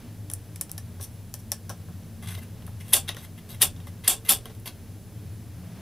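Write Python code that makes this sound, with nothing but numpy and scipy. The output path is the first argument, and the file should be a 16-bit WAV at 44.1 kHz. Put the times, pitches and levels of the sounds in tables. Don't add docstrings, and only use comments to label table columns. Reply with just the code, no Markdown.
import sys
import numpy as np
from scipy import signal
from scipy.fft import rfft, irfft, next_fast_len
from scipy.io import wavfile
from scipy.ndimage import uniform_filter1d, minimum_filter1d

SR = 44100
rng = np.random.default_rng(int(sys.argv[2]) if len(sys.argv) > 2 else 0)


def rack_gain(trim_db):
    fader = np.asarray(trim_db, float)
    return 10 ** (fader / 20)


def master_out(mix):
    frames = np.transpose(np.atleast_2d(mix))
    ceiling = np.clip(frames, -1, 1)
    pcm = np.round(ceiling * 32767).astype(np.int16)
    wavfile.write(sys.argv[1], SR, pcm)


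N = 256212
T = np.arange(N) / SR

# (centre [Hz], width [Hz], level [dB])
KNOB_EDGES = [(8090, 1840, -1), (8400, 1290, 5), (10910, 760, 8.5), (13540, 700, 5.5), (13600, 3100, 0)]
# (centre [Hz], width [Hz], level [dB])
KNOB_BODY = [(1850, 93, -11), (3070, 910, -3.5), (3240, 720, -2), (3725, 140, -5.5), (4550, 1030, -16.5),
             (5550, 1500, -17.5)]
# (centre [Hz], width [Hz], level [dB])
DASHBOARD = [(236, 55, 0), (417, 84, -3), (583.5, 23, 4.5), (689, 43, 1.5), (795, 86, 1.5), (1087, 63, 0.5),
             (1320, 80, -4), (1604, 120, -4)]
# (centre [Hz], width [Hz], level [dB])
CAP_SEAT = [(1786, 42, -0.5), (2320, 580, -10), (3450, 870, -4), (4150, 1200, -5), (5800, 330, 2.5)]
# (time [s], energy [dB], hold [s], brightness [dB per octave])
RATTLES = [
    (2.935, 14.5, 0.023, -3),
    (3.621, 14, 0.0056, 2),
    (4.077, 15.5, 0.032, -4.5),
    (4.295, 14, 0.033, 2),
]


def unit(x):
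    return x / np.sqrt(np.mean(x ** 2) + 1e-20)


def along(points, hz):
    f, v = np.transpose(points)
    return np.interp(np.log(hz + 1), np.log(f + 1), v)


def filtered(x, response):
    n = x.shape[-1]
    m = next_fast_len(n + 2048)
    return irfft(rfft(x, m) * response(np.fft.rfftfreq(m, 1 / SR)), m)[..., :n]


def ringing(x, modes):
    def response(f):
        h = 0
        for k, (centre, width, db) in enumerate(modes):
            damping = 1j * f * width
            h = h + (-1) ** k * rack_gain(db) * damping / (centre * centre - f * f + damping)
        return h / np.sqrt(np.mean(abs(h) ** 2))
    return filtered(x, response)


def resonance(x, hz, width):
    return unit(signal.lfilter(*signal.iirpeak(hz, hz / width, SR), x))


def wobble(rate):
    knots = rng.standard_normal(int(N * rate / SR) + 2)
    return 1.2 * np.interp(T * rate, np.arange(len(knots)), knots)


def noise(spectrum):
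    return unit(filtered(rng.standard_normal((2, N)), lambda hz: rack_gain(along(spectrum, hz))))


def patchy(x, depth_db):
    z = signal.stft(x, nperseg=4096)[2]
    field = rng.standard_normal(z.shape[1:])
    field = uniform_filter1d(uniform_filter1d(field, size=3, axis=0), size=6, axis=1)
    return unit(signal.istft(z * rack_gain(depth_db * unit(field)), nperseg=4096)[1][:, :N])


def cab(x, knee):
    # (frequency [Hz], 60 dB decay time [s])
    decay_times = [(300, 0.16), (800, 0.13), (3000, 0.14), (6000, 0.13), (9000, 0.13), (12500, 0.09),
                   (15500, 0.11)]
    hz, t, z = signal.stft(rng.standard_normal((2, SR // 5)), SR, nperseg=128)
    late = np.sqrt(t ** 2 + knee ** 2) - abs(knee)
    tail = signal.istft(z * rack_gain(-60 * late / along(decay_times, hz)[:, None]), SR, nperseg=128)[1]
    age = np.arange(tail.shape[1]) / SR
    tail = tail * (1 - np.exp(-(age / 0.00068) ** 2))
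    return signal.fftconvolve(x[None], tail / np.linalg.norm(tail[0]), axes=1)


def clicks(table, edges, shell, gain_db, rise_ms, detune, knee):
    out = np.zeros((2, N + SR))
    t = np.arange(SR // 20) / SR
    for s, db, shell_db, panel_db, chatter_ms, wet_db in table:
        envelope = np.exp(-1000 * t / max(chatter_ms / 2, .1)) * (1 - np.exp(-1000 * t / rise_ms))
        chatter = rng.standard_normal((3, len(t))) * envelope
        shift = 1 + detune * rng.standard_normal((3, 8))
        hit, spread = 0, 0
        parts = zip(chatter, (edges, shell, DASHBOARD), shift, (0, shell_db, panel_db))
        for contacts, modes, factors, part_db in parts:
            detuned = [(hz * k, w, d) for (hz, w, d), k in zip(modes, factors)]
            near, all_ways = ringing(np.array([contacts, t == 0]), detuned)
            near *= rack_gain(db + gain_db + part_db) / abs(near).max()
            hit = hit + near
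            spread = spread + all_ways * np.linalg.norm(near)
        wet = rack_gain(wet_db) * cab(spread, knee)
        wet[:, :len(t)] += hit * [[1], [.6]]
        out[:, round(s * SR):][:, :wet.shape[1]] += wet
    return out[:, :N]


def cab_rumble():
    # (time [s], strength [dB])
    rumble = [(0.0, -47), (0.56, -45.5), (0.69, -48.5), (1.03, -44.5), (1.21, -48), (2.1, -46),
              (2.38, -44.5), (3.22, -45.5), (3.4, -49), (3.87, -44), (4.21, -48.5), (4.48, -45.5),
              (4.66, -47.5), (5.13, -45), (5.29, -42.5), (5.81, -45.5)]
    # (frequency [Hz], density [dB per Hz])
    boom_spectrum = [(12, -50), (20, -7), (37, -20.5), (49, -10), (67, -14.5), (92, 6), (111, 3), (120, 1),
                     (130, -31), (140, -27), (180, -19), (310, -120)]
    # (frequency [Hz], density [dB per Hz])
    drone_spectrum = [(79, -33), (135, -8.5), (167, 3.5), (194, -7), (233, -5), (255, -8.5), (274, -19.5),
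                      (296, -10.5), (376, -20), (411, -16.5), (560, -26.5), (730, -76), (1230, -120)]
    strength_db = np.interp(T, *np.transpose(rumble))
    drone_db = -48 + 0.034 * (strength_db - strength_db.mean())
    boom = rack_gain(strength_db + 3.8) * noise(boom_spectrum)
    return boom + rack_gain(drone_db) * patchy(noise(drone_spectrum), depth_db=2.5)


def traffic():
    # (frequency [Hz], density [dB per Hz])
    spectrum = [(200, -15), (400, -1), (1000, -9), (3000, -15), (6000, -20), (12000, -66)]
    leaving_db = 5 * np.exp(-T / 0.22)
    coming_db = 6 * np.exp((T - T[-1]) / 0.3)
    return rack_gain(-60 + leaving_db + coming_db + 1.5 * wobble(4.57)) * noise(spectrum)


def electronics():
    # (frequency [Hz], density [dB per Hz])
    hiss_spectrum = [(240, -15), (400, -2.5), (446, -11.5), (588, -4), (1310, -20.5), (1630, -13.5),
                     (1990, -17.5), (9180, -17.5), (9920, -16), (16000, -17.5)]
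    # (frequency [Hz], level [dB])
    whine_lines = [(9798, -90), (9851, -85), (10051, -78.5), (10099, -75), (10250, -93)]
    # (time [s], length [s], frequency [Hz], level [dB])
    storage = [
        (1.112, .07, 11000, -63),
        (5.312, .07, 11000, -63),
    ]
    whine = sum(rack_gain(db + 6.5) * np.sin(2 * np.pi * (hz * T + rng.random())) for hz, db in whine_lines)
    blips = 0
    for s, length, hz, db in storage:
        switched_on = abs(T - s - length / 2) < length / 2
        blips = blips + rack_gain(db) * switched_on * np.sin(2 * np.pi * hz * T)
    return rack_gain(-56.5) * noise(hiss_spectrum) + (whine + blips) * [[1], [0]]


def hums():
    # (centre [Hz], width [Hz], level [dB], start [s], end [s])
    engine_notes = [
        (26.8, 2.4, -65, -1, 4.95),
        (220.6, 9.7, -56, 1, 3.8),
        (246.3, 5.7, -62, 4.5, 5.2),
        (438, 28, -56.5, 4, 4.58),
        (297.5, 11, -60.5, -0.5, 0.76),
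    ]
    total = 0
    for hz, width, db, start, end in engine_notes:
        fade = np.clip(np.minimum(T - start, end - T) / 0.17 + .5, 0, 1)
        source = resonance(rng.standard_normal(N), hz, width)
        total = total + rack_gain(db) * fade * resonance(source, hz, width)
    return total * [[1], [.8]]


def cap_flips():
    # (time [s], peak [dB], seat [dB], panel [dB], chatter [ms])
    contacts = [(0.3, -23, -10, -24, 1.2), (0.3145, -26, -17, -17.5, 1.6), (0.336, -14, -19.5, -34, 2.9),
                (0.5591, -30.5, -8.5, -22, 3.3), (0.611, -13.5, -16.5, -24, 5.9),
                (0.6948, -35.5, -3, -13, 1), (0.7155, -17.5, -36, -39, 1.05),
                (0.7791, -22.5, -9.5, -19.5, 4), (0.997, -58, 7, 15, 2.6), (1.0113, -35.5, 1, -15, 0.91),
                (1.3405, -19.5, -9, -19.5, 0.6), (1.5179, -12.5, -6, -23, 2.8),
                (1.522, -17.5, -10, -18, 1.6), (1.694, -31, -1, -4, 3.9), (1.6995, -32, -1.5, 0.5, 2.1),
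                (1.8844, -51.5, -9, 4.5, 1.5), (2.0336, -50, 2, -17, 1.3)]
    # (centre [Hz], width [Hz], level [dB])
    lid = [(7900, 2570, -5.5), (9900, 2000, 1.5), (11320, 2270, 5.5), (12100, 3200, 1), (15800, 4100, -9)]
    flips = [(*row, 0.5 + 0.35 * row[3]) for row in contacts]
    return clicks(flips, lid, CAP_SEAT, gain_db=.5, rise_ms=.1, detune=.015, knee=.003)


def flickering(drive, modes, depth_db):
    total = 0
    for hz, width, db in modes:
        level = rack_gain(db + depth_db * wobble(35))
        total = total + level * resonance(drive * rng.standard_normal(N), hz, width)
    return unit(total)


def rubbing():
    # (time [s], length [s], first level [dB], last level [dB], shell [dB])
    strokes = [(1.006, .012, -47, -47, -15), (1.02, 0.022, -44, -36, -6.5), (1.388, 0.012, -54, -45, -8),
               (2.225, 0.036, -49.5, -51.5, 4), (2.272, 0.082, -43, -45.5, 0.5),
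               (2.38, 0.012, -48, -50, 2.5), (2.416, 0.023, -53, -51.5, -1.5),
               (2.803, 0.014, -52, -47.5, 2.5), (2.841, .038, -59, -57, 0),
               (2.882, 0.032, -45.5, -46.5, -4.5), (3.079, 0.0075, -43, -38.5, 3.5),
               (3.096, 0.029, -53, -62, 12), (3.164, 0.085, -50, -52.5, 1.5),
               (3.378, .012, -52, -52.5, 3.5), (3.491, .058, -46.5, -50.5, -1),
               (3.871, 0.022, -45.5, -56, -2), (4.038, .031, -49.5, -44, 3.5),
               (4.25, 0.026, -42.5, -49, -2), (4.461, 0.014, -58.5, -68, 14.5),
               (4.502, 0.019, -60, -73, 12), (4.659, 0.021, -38, -41.5, 0.5), (4.676, 0.027, -57, -79, 15)]
    # (time [s], end level [dB], rise [dB per ms], hang [ms])
    cam_climbs = [
        (2.933, -24, 2.5, 3),
        (3.6177, -25, 2.5, 4),
        (4.079, -20, 4, 0),
        (4.2905, -26, 2.5, 3),
    ]
    # (centre [Hz], width [Hz], level [dB])
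    rim = [(7600, 5100, -16), (8450, 550, -5.5), (9400, 260, -3), (11000, 730, 1.5), (12700, 700, -12),
           (12900, 400, -1), (15100, 1700, -9)]
    # (centre [Hz], width [Hz], level [dB])
    held_knob = [(700, 60, -6), (1120, 50, -3), (1550, 55, -3), (2020, 70, -1), (2680, 70, -2),
                 (3280, 95, -1), (3830, 80, -2), (4610, 130, -5), (5400, 200, -8), (6120, 110, -7)]
    catch_db_per_ms, slip_db_per_ms = 7, 1.7
    hiss, shell = np.zeros(N), np.zeros(N)
    for s, length, first_db, last_db, shell_db in strokes:
        early_ms = 1000 * np.maximum(s - T, 0)
        late_ms = 1000 * np.maximum(T - s - length, 0)
        stroke_db = np.interp(T, [s, s + length], [first_db, last_db])
        stroke = rack_gain(stroke_db - catch_db_per_ms * early_ms - slip_db_per_ms * late_ms)
        hiss += stroke
        shell += rack_gain(shell_db) * stroke
    for s, db, rise, hang_ms in cam_climbs:
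        climb = (T < s) * rack_gain(db - rise * np.maximum(1000 * (s - T) - hang_ms, 0))
        hiss += climb
        shell += 0.93 * climb
    slips = rack_gain(1.6 * wobble(80) + 3 * wobble(400))
    edge = flickering(slips, rim, depth_db=3)
    knob = flickering(slips, [(hz, 2.2 * w, db) for hz, w, db in held_knob], depth_db=2.5)
    seat = flickering(slips, CAP_SEAT[1:], depth_db=2)
    body = np.where(T < 2.1, seat, knob)
    dry = hiss * edge + shell * body
    return rack_gain(-3.0) * (dry * [[1], [.6]] + rack_gain(-2.5) * cab(dry, knee=0.0018)[:, :N])


def finger_taps():
    # (time [s], peak [dB], shell [dB], panel [dB])
    contacts = [(2.2242, -42, -18, 1), (2.2413, -43, -12, -7), (2.35, -43, 9, -11), (2.3746, -44, 0, 1),
                (2.6218, -51, 4, 0), (2.6653, -35.5, -9, -30), (2.6766, -40, -7, -2), (3.089, -25, 4.5, -9),
                (3.0929, -38, 11, 3.5), (3.1462, -41.5, 3, -5), (3.1665, -37, 4, 0), (3.378, -48, -8, -5),
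                (3.7623, -53, 9.5, 1), (3.801, -49, 4, -1), (3.8693, -39, -20, -2.5),
                (4.4553, -32, -2, -4.5), (4.4974, -61.5, 14, 17.5), (4.5491, -47, -3, -8),
                (4.5984, -44, -25, -21), (4.6581, -37, 1, -14), (4.665, -48, 0, 2)]
    taps = [(*row, 2.6, -5) for row in contacts]
    return clicks(taps, KNOB_EDGES, KNOB_BODY, gain_db=0.3, rise_ms=1.0, detune=0.026, knee=0.0024)


def detent_snaps():
    # (time [s], edge peak [dB], shell peak [dB])
    drops = [(2.9331, 0, -6.5), (2.9366, 1, -8), (2.9410, -7, -7), (3.6177, 0, -8), (3.6200, -4, -9),
             (3.6245, -7, -8), (4.0788, -9, -16), (4.0809, 1, -12), (4.2906, -10, -19), (4.2921, -2, -14),
             (4.2945, -5, -14)]
    panel_db, chatter_ms, cab_db = -34, 3.5, -20
    bounces = [(s, db, shell_db - db, panel_db - db, chatter_ms, cab_db) for s, db, shell_db in drops]
    return clicks(bounces, KNOB_EDGES, KNOB_BODY, gain_db=1.2, rise_ms=.25, detune=.015, knee=.004)


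def hollow():
    # (centre [Hz], width [Hz], level [dB])
    walls = [(7480, 830, -5), (9030, 840, 0.5), (10540, 1630, 0.5), (11450, 1150, 4), (12650, 1500, -1),
             (14500, 1400, -6)]
    # (centre [Hz], width [Hz], level [dB])
    housing = [(2110, 280, -7), (2180, 250, -5.5), (2780, 400, -6), (3320, 35, -0.5), (3474, 79, 3),
               (3610, 490, -5), (4600, 440, -6), (5700, 750, -8)]
    out = np.zeros((2, N))
    pulse = np.arange(SR // 20) == 0
    for s, db, hold, tilt_db in RATTLES:
        edges = [(hz, w, d + tilt_db * np.log2(hz / 10000)) for hz, w, d in walls]
        colour = ringing(pulse, edges)
        colour = colour + rack_gain(-8) * ringing(pulse, housing) + rack_gain(-15) * ringing(pulse, DASHBOARD)
        wet = rack_gain(db) * cab(colour, hold)
        out[:, round(s * SR):][:, :wet.shape[1]] += wet
    return out * rack_gain(1.15 * wobble(300))


def jolts():
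    frame_sways = [
        [34],
        [52],
    ]
    t = np.maximum(T - np.array(RATTLES)[:, :1] - .004, 0)
    sway = sum(np.sin(2 * np.pi * hz * t) for hz, in frame_sways)
    swing = rack_gain(-40 - 60 * t / 0.5) * sway * (1 - np.exp(-t / 0.042))
    return swing.sum(0) * [[1], [.5]]


def scene():
    # (frequency [Hz], level [dB])
    side_level = [(30, -11), (60, -25), (400, -15.5), (1400, -17.5), (2400, -31), (4400, -25), (5400, -6),
                  (7000, -6.5), (8500, -15.5), (11000, -21.5), (15000, -38)]
    # (frequency [Hz], share [1])
    mid_share = [(25, -0.4), (52, -0.44), (75, 0.13), (200, -0.011), (700, -0.062), (3000, 0.11),
                 (6000, -0.047), (12000, 0.029)]
    surroundings = cab_rumble() + traffic() + electronics() + hums()
    hand = cap_flips() + rubbing() + finger_taps()
    selector = detent_snaps() + hollow() + jolts()
    mid, seed = surroundings + hand + selector
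    side = filtered(seed, lambda hz: rack_gain(along(side_level, hz)))
    side = side + filtered(mid, lambda hz: along(mid_share, hz))
    return np.array([mid + side, mid - side])


def roll_off(x):
    return signal.sosfilt(signal.butter(12, 16820, fs=SR, output="sos"), x)


def record(dry):
    need_db = np.minimum(0, -.9 - 20 * np.log10(abs(dry).max(0) + 1e-9))
    climb_db = 120 * T
    gain_db = climb_db + np.minimum.accumulate(minimum_filter1d(need_db, size=41) - climb_db)
    held = dry * rack_gain(uniform_filter1d(gain_db, size=21))
    band_hz, band_db = [15500, 15950, 16900, 16900], [0.5, -26, -31, -90]
    mix = filtered(held, lambda hz: rack_gain(np.interp(hz, band_hz, band_db)))
    return roll_off(mix)


dry = scene()
out = record(dry)
master_out(out)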